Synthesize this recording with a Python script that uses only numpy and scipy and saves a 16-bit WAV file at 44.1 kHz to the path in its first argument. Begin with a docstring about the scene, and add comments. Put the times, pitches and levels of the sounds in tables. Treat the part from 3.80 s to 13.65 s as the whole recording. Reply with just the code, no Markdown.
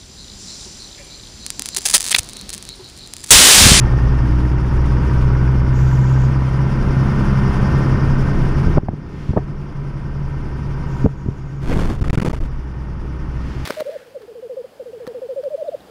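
"""Inside a four-cylinder vehicle on a tarred road, heard through a passenger's small camera.
The engine booms in the cabin's air modes and clatters under load, then coasts. Tyres rumble and hiss;
over two ridges the body knocks and loose fittings clonk. Each jolt ducks the camera's gain, which
recovers slowly. The zoom motor whirs twice; late gusts buffet, thump and choke the microphone."""
import sys
import numpy as np
from scipy import signal
from scipy.fft import rfft, irfft, next_fast_len
from scipy.io import wavfile

SR = 44100
rng = np.random.default_rng(int(sys.argv[2]) if len(sys.argv) > 2 else 0)


def to_wav(sig):
    """Store sig (one row per channel, or 1-D mono) as 16-bit WAV at the path in sys.argv[1].

    Samples outside -1..1 are clipped; the rate is SR.
    """
    pcm = np.clip(np.atleast_2d(sig), -1, 1) * 32767
    pcm = np.round(pcm).astype(np.int16)
    wavfile.write(sys.argv[1], SR, pcm.T)  # frames by channels


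N = 434385
TIME = np.arange(N) / SR

# Gusts choke the microphone. Each row: start and end in seconds.
CHOKES = [(7.977, 7.982), (8.202, 8.211), (8.230, 8.240), (8.285, 8.296), (8.308, 8.330), (8.357, 8.375),
          (8.388, 8.398), (8.404, 8.415), (8.433, 8.448), (8.487, 8.497), (8.516, 8.530), (8.557, 8.563),
          (8.590, 8.603)]


def from_db(db):
    """Decibels to gain."""
    return 10 ** (np.asarray(db) / 20)


def rms_one(x):
    """Scale to rms 1."""
    return x / np.sqrt(np.mean(x ** 2) + 1e-20)


def curve(rows):
    """Straight lines through (seconds, value) rows."""
    return np.interp(TIME, *np.transpose(rows))


def window(start_s, end_s, edge_s):
    """Gate with sloping edges."""
    return np.clip(np.minimum(TIME - start_s, end_s - TIME) / edge_s + .5, 0, 1)


def swell(start_s, end_s, rise_db_per_s, fall_db_per_s):
    """Gain that reaches 1 at the start, holds, and falls after the end."""
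    early_s, late_s = np.maximum(start_s - TIME, 0), np.maximum(TIME - end_s, 0)
    return from_db(-rise_db_per_s * early_s - fall_db_per_s * late_s)


def pulse(at_s, half_s):
    """Gaussian of height 1."""
    return np.exp(-((TIME - at_s) / half_s) ** 2)


def drift(rate_hz):
    """Random wander of spread 1."""
    step, settle = 40, 2000
    r = np.exp(-2 * np.pi * rate_hz * step / SR)
    slow = signal.lfilter([1], [1, -2 * r, r * r], rng.standard_normal(N // step + settle + 2))[settle:]
    return np.interp(np.arange(N) / step, np.arange(len(slow)), rms_one(slow))


def tone(turns, waver):
    """Sine of rms near 1, wavering in level and phase."""
    phase = 2 * np.pi * turns
    return np.sqrt(2) * ((1 + waver * drift(2.28)) * np.sin(phase) + waver * drift(4) * np.cos(phase))


def colour(x, spectrum):
    """Shape x by (Hz, dB) rows, rolling off beyond their ends; rms 1."""
    hz, db = np.transpose(spectrum)
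    size = next_fast_len(N)
    log_f = np.log(np.maximum(np.arange(size // 2 + 1) * SR / size, 1))
    beyond = np.abs(log_f - np.clip(log_f, np.log(hz[0]), np.log(hz[-1])))
    shape = from_db(np.interp(log_f, np.log(hz), db) - 20 * beyond)
    return rms_one(irfft(rfft(x, size) * shape, size)[:N])


def noise(spectrum):
    """Coloured noise; rms 1."""
    return colour(rng.standard_normal(N), spectrum)


def resonance(x, hz, width_hz):
    """Two-pole band-pass, peak gain 1."""
    r = np.exp(-np.pi * width_hz / SR)
    poles = [1, -2 * r * np.cos(2 * np.pi * hz / SR), r * r]
    return signal.lfilter(np.array([1, 0, -1]) * (1 - r * r) / 2, poles, x)


def hiss_band(hz, width_hz):
    """Noise twice through one resonance; rms 1."""
    return rms_one(resonance(resonance(rng.standard_normal(N), hz, width_hz), hz, width_hz))


def ring(force, hz, t60_s):
    """Damped mode: a unit click rings a sine of height 1."""
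    r, w = np.exp(-np.log(1000) / (t60_s * SR)), 2 * np.pi * hz / SR
    return signal.lfilter([0, np.sin(w)], [1, -2 * r * np.cos(w), r * r], force + 1e-18)


def mode_power(hz, centre_hz, width_hz):
    """Power response of one mode, peak 1."""
    return 1 / (1 + (2 * (hz - centre_hz) / width_hz) ** 2)


def draught():
    """Air hisses softly past the window seal."""
    # Each row: start and end in seconds, level in dB.
    draughts = [(5.405, 5.495, -34), (9.702, 9.85, -39.5)]
    # Each row: frequency in Hz, relative density in dB.
    seal_spectrum = [(700, 1.5), (2200, 4.5), (3600, -2.5), (5500, -6), (10000, -22), (15000, -30)]
    flow = sum(from_db(db) * swell(start_s, end_s, rise_db_per_s=62, fall_db_per_s=102)
               for start_s, end_s, db in draughts)
    return flow * noise(seal_spectrum)


def zoom_motor(fade_db_per_s=1.5, start_whine_s=.32, whir_db=-54.5):
    """Small gears whir and whine unevenly, brightest as the lens starts to move."""
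    # Each row: start and end in seconds.
    runs = [(1.94, 2.475), (7.075, 7.8)]
    # Running and starting whine. Each row: centre in Hz, level in dB, width in Hz.
    gear_bands = [(5880, -57.5, 130), (6600, -56.5, 60), (6760, -60.5, 190), (7400, -63, 200),
                  (7530, -63.5, 130)]
    start_bands = [(8629, -80, 120), (11267, -71.5, 170), (12064, -80, 170), (12570, -73, 170),
                   (13810, -77, 170), (14890, -81, 170)]
    running = sum(from_db(-fade_db_per_s * (TIME - start_s)) * window(start_s, end_s, edge_s=.03)
                  for start_s, end_s in runs)
    starting = sum(window(start_s, start_s + start_whine_s, edge_s=.1) for start_s, _ in runs)
    gears = sum(from_db(db) * hiss_band(hz, width_hz) for hz, db, width_hz in gear_bands)
    thin_whine = sum(from_db(db) * hiss_band(hz, width_hz) for hz, db, width_hz in start_bands)
    waver = from_db(drift(25))
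    whir = from_db(whir_db) * noise([(3500, 6), (7000, -1.5), (8500, -10), (12000, -11), (15500, -16)])
    return waver * (running * (gears + whir) + starting * thin_whine)


def tyres(wheel_turns, effort_db):
    """The road shakes the body; the wheels throb twice a turn and swish once a turn."""
    # Each row: frequency in Hz, relative density in dB.
    rumble_spectrum = [(10, -19), (22, 0.5), (36, -0.5), (50, -4.5), (78, -2.5), (98, -7), (135, -1.5),
                       (175, -5.5), (235, -11.5), (300, -12.5), (410, -16.5), (500, -25.5), (800, -34.5),
                       (1500, -46)]
    hiss_spectrum = [(2000, 7.5), (3500, -1), (4600, -5), (5400, -6.5), (6400, -7.5), (7400, -13),
                     (9800, -11.5), (12000, -20), (15500, -34)]
    # Road roughness. Each row: time in seconds, added rumble in dB.
    roughness = [(0, 0), (1.6, .5), (3.0, -2), (3.9, -1.5), (4.7, 1), (5.4, 2), (6.3, 0), (9.85, -.5)]
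    rumble_db = -19.5 + effort_db + curve(roughness)
    rumble = from_db(rumble_db - .25 * drift(11)) * noise(rumble_spectrum)
    throb = from_db(rumble_db - 8) * tone(2 * wheel_turns, waver=.69)
    flutter_db = .22 * np.cos(2 * np.pi * wheel_turns) + 2.04 * drift(22)
    hiss = from_db(-2.5 + flutter_db) * noise(hiss_spectrum)
    for hz, width_hz, lead_turns in [(4930, 720, -.083), (5480, 970, .11)]:
        swish_db = -11.5 + 4 * np.cos(2 * np.pi * (wheel_turns + lead_turns))
        hiss += from_db(swish_db) * hiss_band(hz, width_hz)
    return rumble + throb + from_db(-45.5 + effort_db) * hiss


def knocks(rebound_s=.0063, rebound_loss_db=4):
    """Rubber-cushioned suspension blows ring the body; harder contacts are shorter and brighter."""
    # Each row: start in seconds, impulse in dB, contact brightness in Hz, rebound count.
    blows = [(4.867, 2, 151, 1), (4.879, 1, 150, 1), (4.97, -5.5, 260, 1), (5.029, 5.5, 190, 0),
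             (5.0851, 13, 150, 0), (5.131, 7, 190, 1), (5.488, 15.5, 108, 0), (5.501, 14.5, 105.5, 0),
             (5.533, -3.5, 650, 0), (5.562, 9, 353, 0), (5.572, 8, 506, 2), (7.246, 8.5, 176, 0),
             (7.258, 5, 252, 2), (7.269, 5, 230, 0), (7.457, 8, 166, 0), (7.482, 13.5, 150, 0)]
    # Each row: frequency in Hz, relative gain in dB, t60 in seconds.
    body_modes = [(93.5, -4, 0.044), (204, 0.5, 0.024), (286, -2.5, 0.028), (398, -5.5, 0.054),
                  (610, -5, 0.02), (792, -6.5, 0.03), (900, -0.5, 0.012), (1285, -10, 0.017),
                  (1730, -15, 0.013)]
    force, age = np.zeros(N), np.arange(SR // 50)
    for start_s, db, contact_hz, rebounds in blows:
        push = age ** 3 * np.exp(-4 * np.pi * contact_hz * age / SR)
        for k in range(rebounds + 1):
            at = round((start_s + k * rebound_s) * SR)
            force[at:at + len(age)] += from_db(db - k * rebound_loss_db) * push / push.sum()
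    return sum((-1) ** k * from_db(db + 2.5) * ring(force, hz, t60_s)
               for k, (hz, db, t60_s) in enumerate(body_modes))


def clonks():
    """Loose fittings jump and land, each with a few damped cycles of a hollow note."""
    # Each row: start in seconds, envelope peak in dB, pitch in Hz, ring time in seconds.
    landings = [(4.971, -4.5, 340, 0.0019), (4.973, -10, 598, 0.0038), (4.974, -18, 1370, 0.0012),
                (4.980, -3.5, 790, 0.0026), (5.0851, 4, 730, 0.0009), (5.086, -16, 1750, .0007),
                (5.567, -2, 880, 0.0011), (5.5725, 6.5, 630, 0.00086), (5.575, -13, 1190, .0025),
                (5.577, -14, 1740, 0.001), (5.585, -7, 740, 0.0021), (7.243, 4, 224, 0.0035),
                (7.256, -2, 445, 0.0043), (7.257, -26, 1210, 0.0024), (7.458, -6, 220, .0026),
                (7.487, -11, 380, 0.0011)]
    out, age_s = np.zeros(N), np.arange(SR // 10) / SR
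    for start_s, db, hz, ring_s in landings:
        at = round(start_s * SR)
        envelope = age_s / ring_s * np.exp(1 - age_s / ring_s)
        out[at:at + len(age_s)] += from_db(db) * envelope * np.sin(2 * np.pi * hz * age_s)
    return out


def jolts():
    """The suspension bottoms out, sending a loud one-sided pressure pulse through the cabin."""
    # Each row: time in seconds, peak in dB.
    peaks = [(4.9833, 16), (7.263, 12)]
    return sum(from_db(db) * pulse(at_s, half_s=.00096) for at_s, db in peaks)


def crackle(snaps_per_s=260, spread_db=2.5):
    """Random snaps of uneven size in the rushing air; rms 1."""
    # Each row: frequency in Hz, relative density in dB.
    snap_spectrum = [(300, 1.5), (1000, -1.5), (2500, -10), (5000, -19), (10000, -28), (15500, -42)]
    sizes = from_db(spread_db * np.minimum(rng.exponential(1, N), 3)) * rng.choice([-1, 1], N)
    return colour(sizes * (rng.random(N) < snaps_per_s / SR), snap_spectrum)


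def rasps(relative_width=.65):
    """Short, hollow, rough bursts within the gusts."""
    # Each row: time and half length in seconds, centre in Hz, level in dB.
    bursts = [(7.921, 0.0078, 370, -8), (7.925, 0.011, 1700, -18), (7.994, .006, 890, -12),
              (8.243, .004, 1100, -17), (8.272, .01, 330, -16), (8.3, .005, 1900, -17),
              (8.338, .009, 350, -14.5), (8.38, .005, 1300, -17), (8.401, .003, 1500, -17),
              (8.473, .013, 370, -12), (8.537, 0.0045, 700, -18), (8.623, 0.015, 300, -20)]
    return sum(from_db(db) * pulse(at_s, half_s) * hiss_band(hz, relative_width * hz)
               for at_s, half_s, hz, db in bursts)


def gusts(release_db=3, release_s=.0065, overload_db=10):
    """Turbulence saturates the microphone port: heaves and thumps under a ragged, crackling rush."""
    # Each row: start and end in seconds, rush in dB, buffeting in dB.
    blasts = [(7.83, 7.86, -12, -11.5), (7.89, 7.969, -5, -5), (7.995, 8.054, -6.5, -8.5),
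              (8.09, 8.142, -10.5, -14), (8.207, 8.282, -13, -7), (8.298, 8.49, -7, -8.5),
              (8.51, 8.558, -14, -10), (8.606, 8.66, -23, -13)]
    # Each row: frequency in Hz, relative density in dB.
    buffet_spectrum = [(8, -37), (15, -4.5), (26, -8.5), (45, -18.5), (90, -32)]
    rush_spectrum = [(40, -1.5), (90, -4), (150, -5.5), (330, -13.5), (600, -26.5), (1200, -28.5),
                     (2500, -39.5), (5000, -46), (10000, -54.5), (15500, -66)]
    # The hardest eddies. Each row: time in seconds, peak in dB.
    thumps = [(7.969, 6.5), (8.046, 6), (8.221, 7), (8.383, 6), (8.479, -2)]
    rush = sum(from_db(db) * swell(start_s, end_s, rise_db_per_s=600, fall_db_per_s=500)
               for start_s, end_s, db, _ in blasts)
    heave = sum(from_db(db) * swell(start_s, end_s, rise_db_per_s=600, fall_db_per_s=109)
                for start_s, end_s, _, db in blasts)
    # The rush bursts back after each choke, then settles.
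    release = sum((TIME > end_s) * np.exp(-np.abs(TIME - end_s) / release_s) for _, end_s in CHOKES)
    air = heave * noise(buffet_spectrum)
    ragged_db = 1.66 * drift(49) + 2 * drift(320)
    air += from_db(release_db * release + ragged_db) * rush * noise(rush_spectrum)
    air += from_db(-14) * rush * crackle() + rasps()
    air -= sum(from_db(db) * pulse(at_s, half_s=.002) for at_s, db in thumps)
    ceiling = from_db(overload_db)
    return ceiling * np.tanh(air / ceiling)


def shaft_hum(shaft_turns):
    """The drive shaft hums at its turning rate, strongest while coasting."""
    # Each row: time in seconds, level in dB.
    levels = [(0, -17.5), (.7, -26), (1.4, -30.5), (3.1, -44), (4.8, -28.5), (5.6, -16.5), (7.1, -15.5),
              (7.9, -16.5), (8.8, -23), (9.85, -29)]
    return from_db(curve(levels)) * tone(shaft_turns, waver=.25)


def loose_valve(cycles, strength_db):
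    """One valve chatters once a cycle: a bright tick, then lower, longer rings."""
    # Each row: place and half length in cycles, centre and width in Hz, level in dB at 0 dB strength.
    ticks = [(0.79, .05, 1620, 750, -34.5), (.87, 0.065, 1450, 550, -37.5), (.05, 0.06, 1000, 500, -36)]
    out = np.zeros(N)
    for place, half_length, hz, width_hz, db in ticks:
        offset = (cycles - place + .5) % 1 - .5
        envelope = np.exp(-(offset / half_length) ** 2)
        out += from_db(db + .48 * strength_db) * envelope * hiss_band(hz, width_hz)
    return out


def clatter(cycles, repeat_share=.52):
    """Injectors and valves rattle, partly alike every cycle, and ring the block and dashboard."""
    # Each row: frequency in Hz, relative density in dB.
    rattle_spectrum = [(250, -6.5), (520, 0), (640, -2.5), (850, 0.5), (1050, -1), (1500, -3.5),
                       (2000, -14.5), (2800, -15.5), (3600, -25), (5000, -27.5), (9000, -50.5)]
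    # Each row: centre and width in Hz, relative gain in dB.
    block_modes = [(951, 20, 2), (904, 92, -8), (1127, 70, -9), (1548, 34, 2), (1700, 34, -12.5),
                   (1815, 43, 9.5), (2184, 160, 3), (2450, 82, -5.5), (2800, 91, -11.5)]
    pattern = np.interp(cycles % 1, np.arange(2048) / 2048, rng.standard_normal(2048), period=1)
    drive = np.sqrt(repeat_share) * pattern + np.sqrt(1 - repeat_share) * rng.standard_normal(N)
    rattle = colour(drive, rattle_spectrum)
    rings = sum((-1) ** k * from_db(db) * resonance(rattle, hz, width_hz)
                for k, (hz, width_hz, db) in enumerate(block_modes))
    rings = np.roll(rms_one(rings), SR // 340)  # short delay so rings and direct rattle do not cancel
    return from_db(-12) * rings + from_db(-3) * rattle


def panel_drone(firings, firing_hz, level_db):
    """Weaker engine orders swell as they sweep through panel resonances."""
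    # Each row: multiple of the firing rate, relative level in dB.
    orders = [(1.5, -3), (2.25, -4.5), (3, -4.5), (3.5, -10), (4, -14), (4.5, -17), (5, -12), (5.5, -18.5),
              (6, -16.5), (6.5, -17.5), (7, -21.5), (8.5, -25), (9, -27), (14.25, -28), (15, -25),
              (15.25, -28), (15.5, -30), (17.25, -26.5), (18, -27), (19, -27.5), (21, -28), (22, -26),
              (23, -27.5)]
    # Each row: centre and width in Hz, resonant gain in dB.
    panels = [(200, 8, 4), (239, 6, 10), (305, 7, 8), (532, 12, 9), (560, 14, 10), (952, 18, 13.5),
              (984, 26, 9.5), (1145, 40, 6), (1190, 20, 7.5), (1398, 30, 6), (1462, 36, 7.5)]
    out = np.zeros(N)
    for order, order_db in orders:
        power = sum(from_db(db) ** 2 * mode_power(order * firing_hz[::200], hz, width_hz)
                    for hz, width_hz, db in panels)
        boost = np.interp(TIME, TIME[::200], np.sqrt(1 + power))
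        out += from_db(level_db + order_db) * boost * tone(order * firings, waver=.35)
    return out


def cabin_boom(firings, firing_hz, strength_db):
    """Firing tone and octave boom in two cabin air modes; a weak half order follows the firing tone."""
    low_mode = mode_power(firing_hz, centre_hz=60.46, width_hz=9)
    high_mode = mode_power(2 * firing_hz, centre_hz=130.3, width_hz=8)
    firing_db = -14.5 + 20 * np.log10(low_mode) + .29 * strength_db
    octave_db = -14 + 10 * np.log10(high_mode) + strength_db
    out = from_db(firing_db) * tone(firings + 1 / 4, waver=.08)
    out += from_db(octave_db) * tone(2 * firings + 1 / 4, waver=.19)
    return out + from_db(firing_db - 16) * tone(firings / 2, waver=.2)


def scene():
    """Engine, wheels and shaft turn together in one gear; mono."""
    # Each row: time in seconds, firing rate in Hz.
    engine_speed = [(0, 58.6), (.6, 61.1), (1.3, 62.8), (2, 64.2), (2.8, 65.8), (3.5, 66.7), (4.5, 67),
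                    (5, 67.4), (5.6, 66.1), (6.4, 64.7), (7.2, 63.6), (8, 62.9), (8.7, 61.6), (9.85, 61.4)]
    # Strength of the boom, drone and valve chatter: uneven at first, then fading as the engine coasts.
    # Each row: time in seconds, strength in dB.
    engine_strength = [(0, -.5), (.7, -1.5), (2.3, 1.5), (3.0, -4.5), (3.4, 0.5), (3.8, -4.5), (4.3, -.5),
                       (5.1, -12), (7.2, -7.5), (9.85, -14.5)]
    # Driving effort lifts rumble, hiss, drone and clatter. Each row: time in seconds, gain in dB.
    effort = [(0, 1.5), (.7, -2), (1.3, 0), (1.9, -1.5), (2.7, -0.36), (3.3, 2.5), (3.9, 4.5), (4.7, 1),
              (5.3, 3.5), (6.6, 3), (7.4, 3), (8.8, -1), (9.85, -1.5)]
    firing_hz, strength_db, effort_db = curve(engine_speed), curve(engine_strength), curve(effort)
    firings = np.cumsum(firing_hz) / SR
    cycles, shaft_turns, wheel_turns = firings / 4, 2.163 * firings, .1619 * firings + .2
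    clatter_db = -31 + effort_db
    engine = cabin_boom(firings, firing_hz, strength_db) + shaft_hum(shaft_turns)
    engine += panel_drone(firings, firing_hz, clatter_db + .36 * strength_db)
    engine += from_db(clatter_db) * clatter(cycles) + loose_valve(cycles, strength_db)
    road = tyres(wheel_turns, effort_db) + knocks() + clonks() + jolts()
    return (engine + road + draught() + zoom_motor() + gusts())[None]


def gain_control(x, limit_db=-.5, attack_s=.00051, recovery_db_per_s=4):
    """A peak over the limit ducks everything; the gain then creeps back."""
    over_db = np.maximum(20 * np.log10(np.abs(x) + 1e-9) - limit_db, 0)
    recovery_db = recovery_db_per_s * TIME
    cut_db = np.maximum.accumulate(over_db + recovery_db, axis=-1) - recovery_db
    r = np.exp(-1 / (attack_s * SR))
    return x * from_db(-signal.lfilter([1 - r], [1, -r], cut_db))


def record(dry):
    """Camera: gain control, two microphone notches, choke dropouts, soft clip, low-pass."""
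    ceiling, cutoff_hz = .97, 15750
    x = gain_control(dry) * np.minimum(TIME / .01, 1)
    for hz, width_hz in [(3935, 170), (7850, 140)]:
        x = signal.lfilter(*signal.iirnotch(hz, hz / width_hz, fs=SR), x)
    choked = np.clip(sum(window(start_s, end_s, edge_s=.002) for start_s, end_s in CHOKES), 0, 1)
    x = x * (1 - .99 * np.sin(np.pi / 2 * choked) ** 2)
    x = x / (1 + (x / ceiling) ** 8) ** (1 / 8)
    return signal.sosfilt(signal.ellip(12, .1, 80, cutoff_hz, fs=SR, output="sos"), x)


dry = scene()
out = record(dry)
to_wav(out)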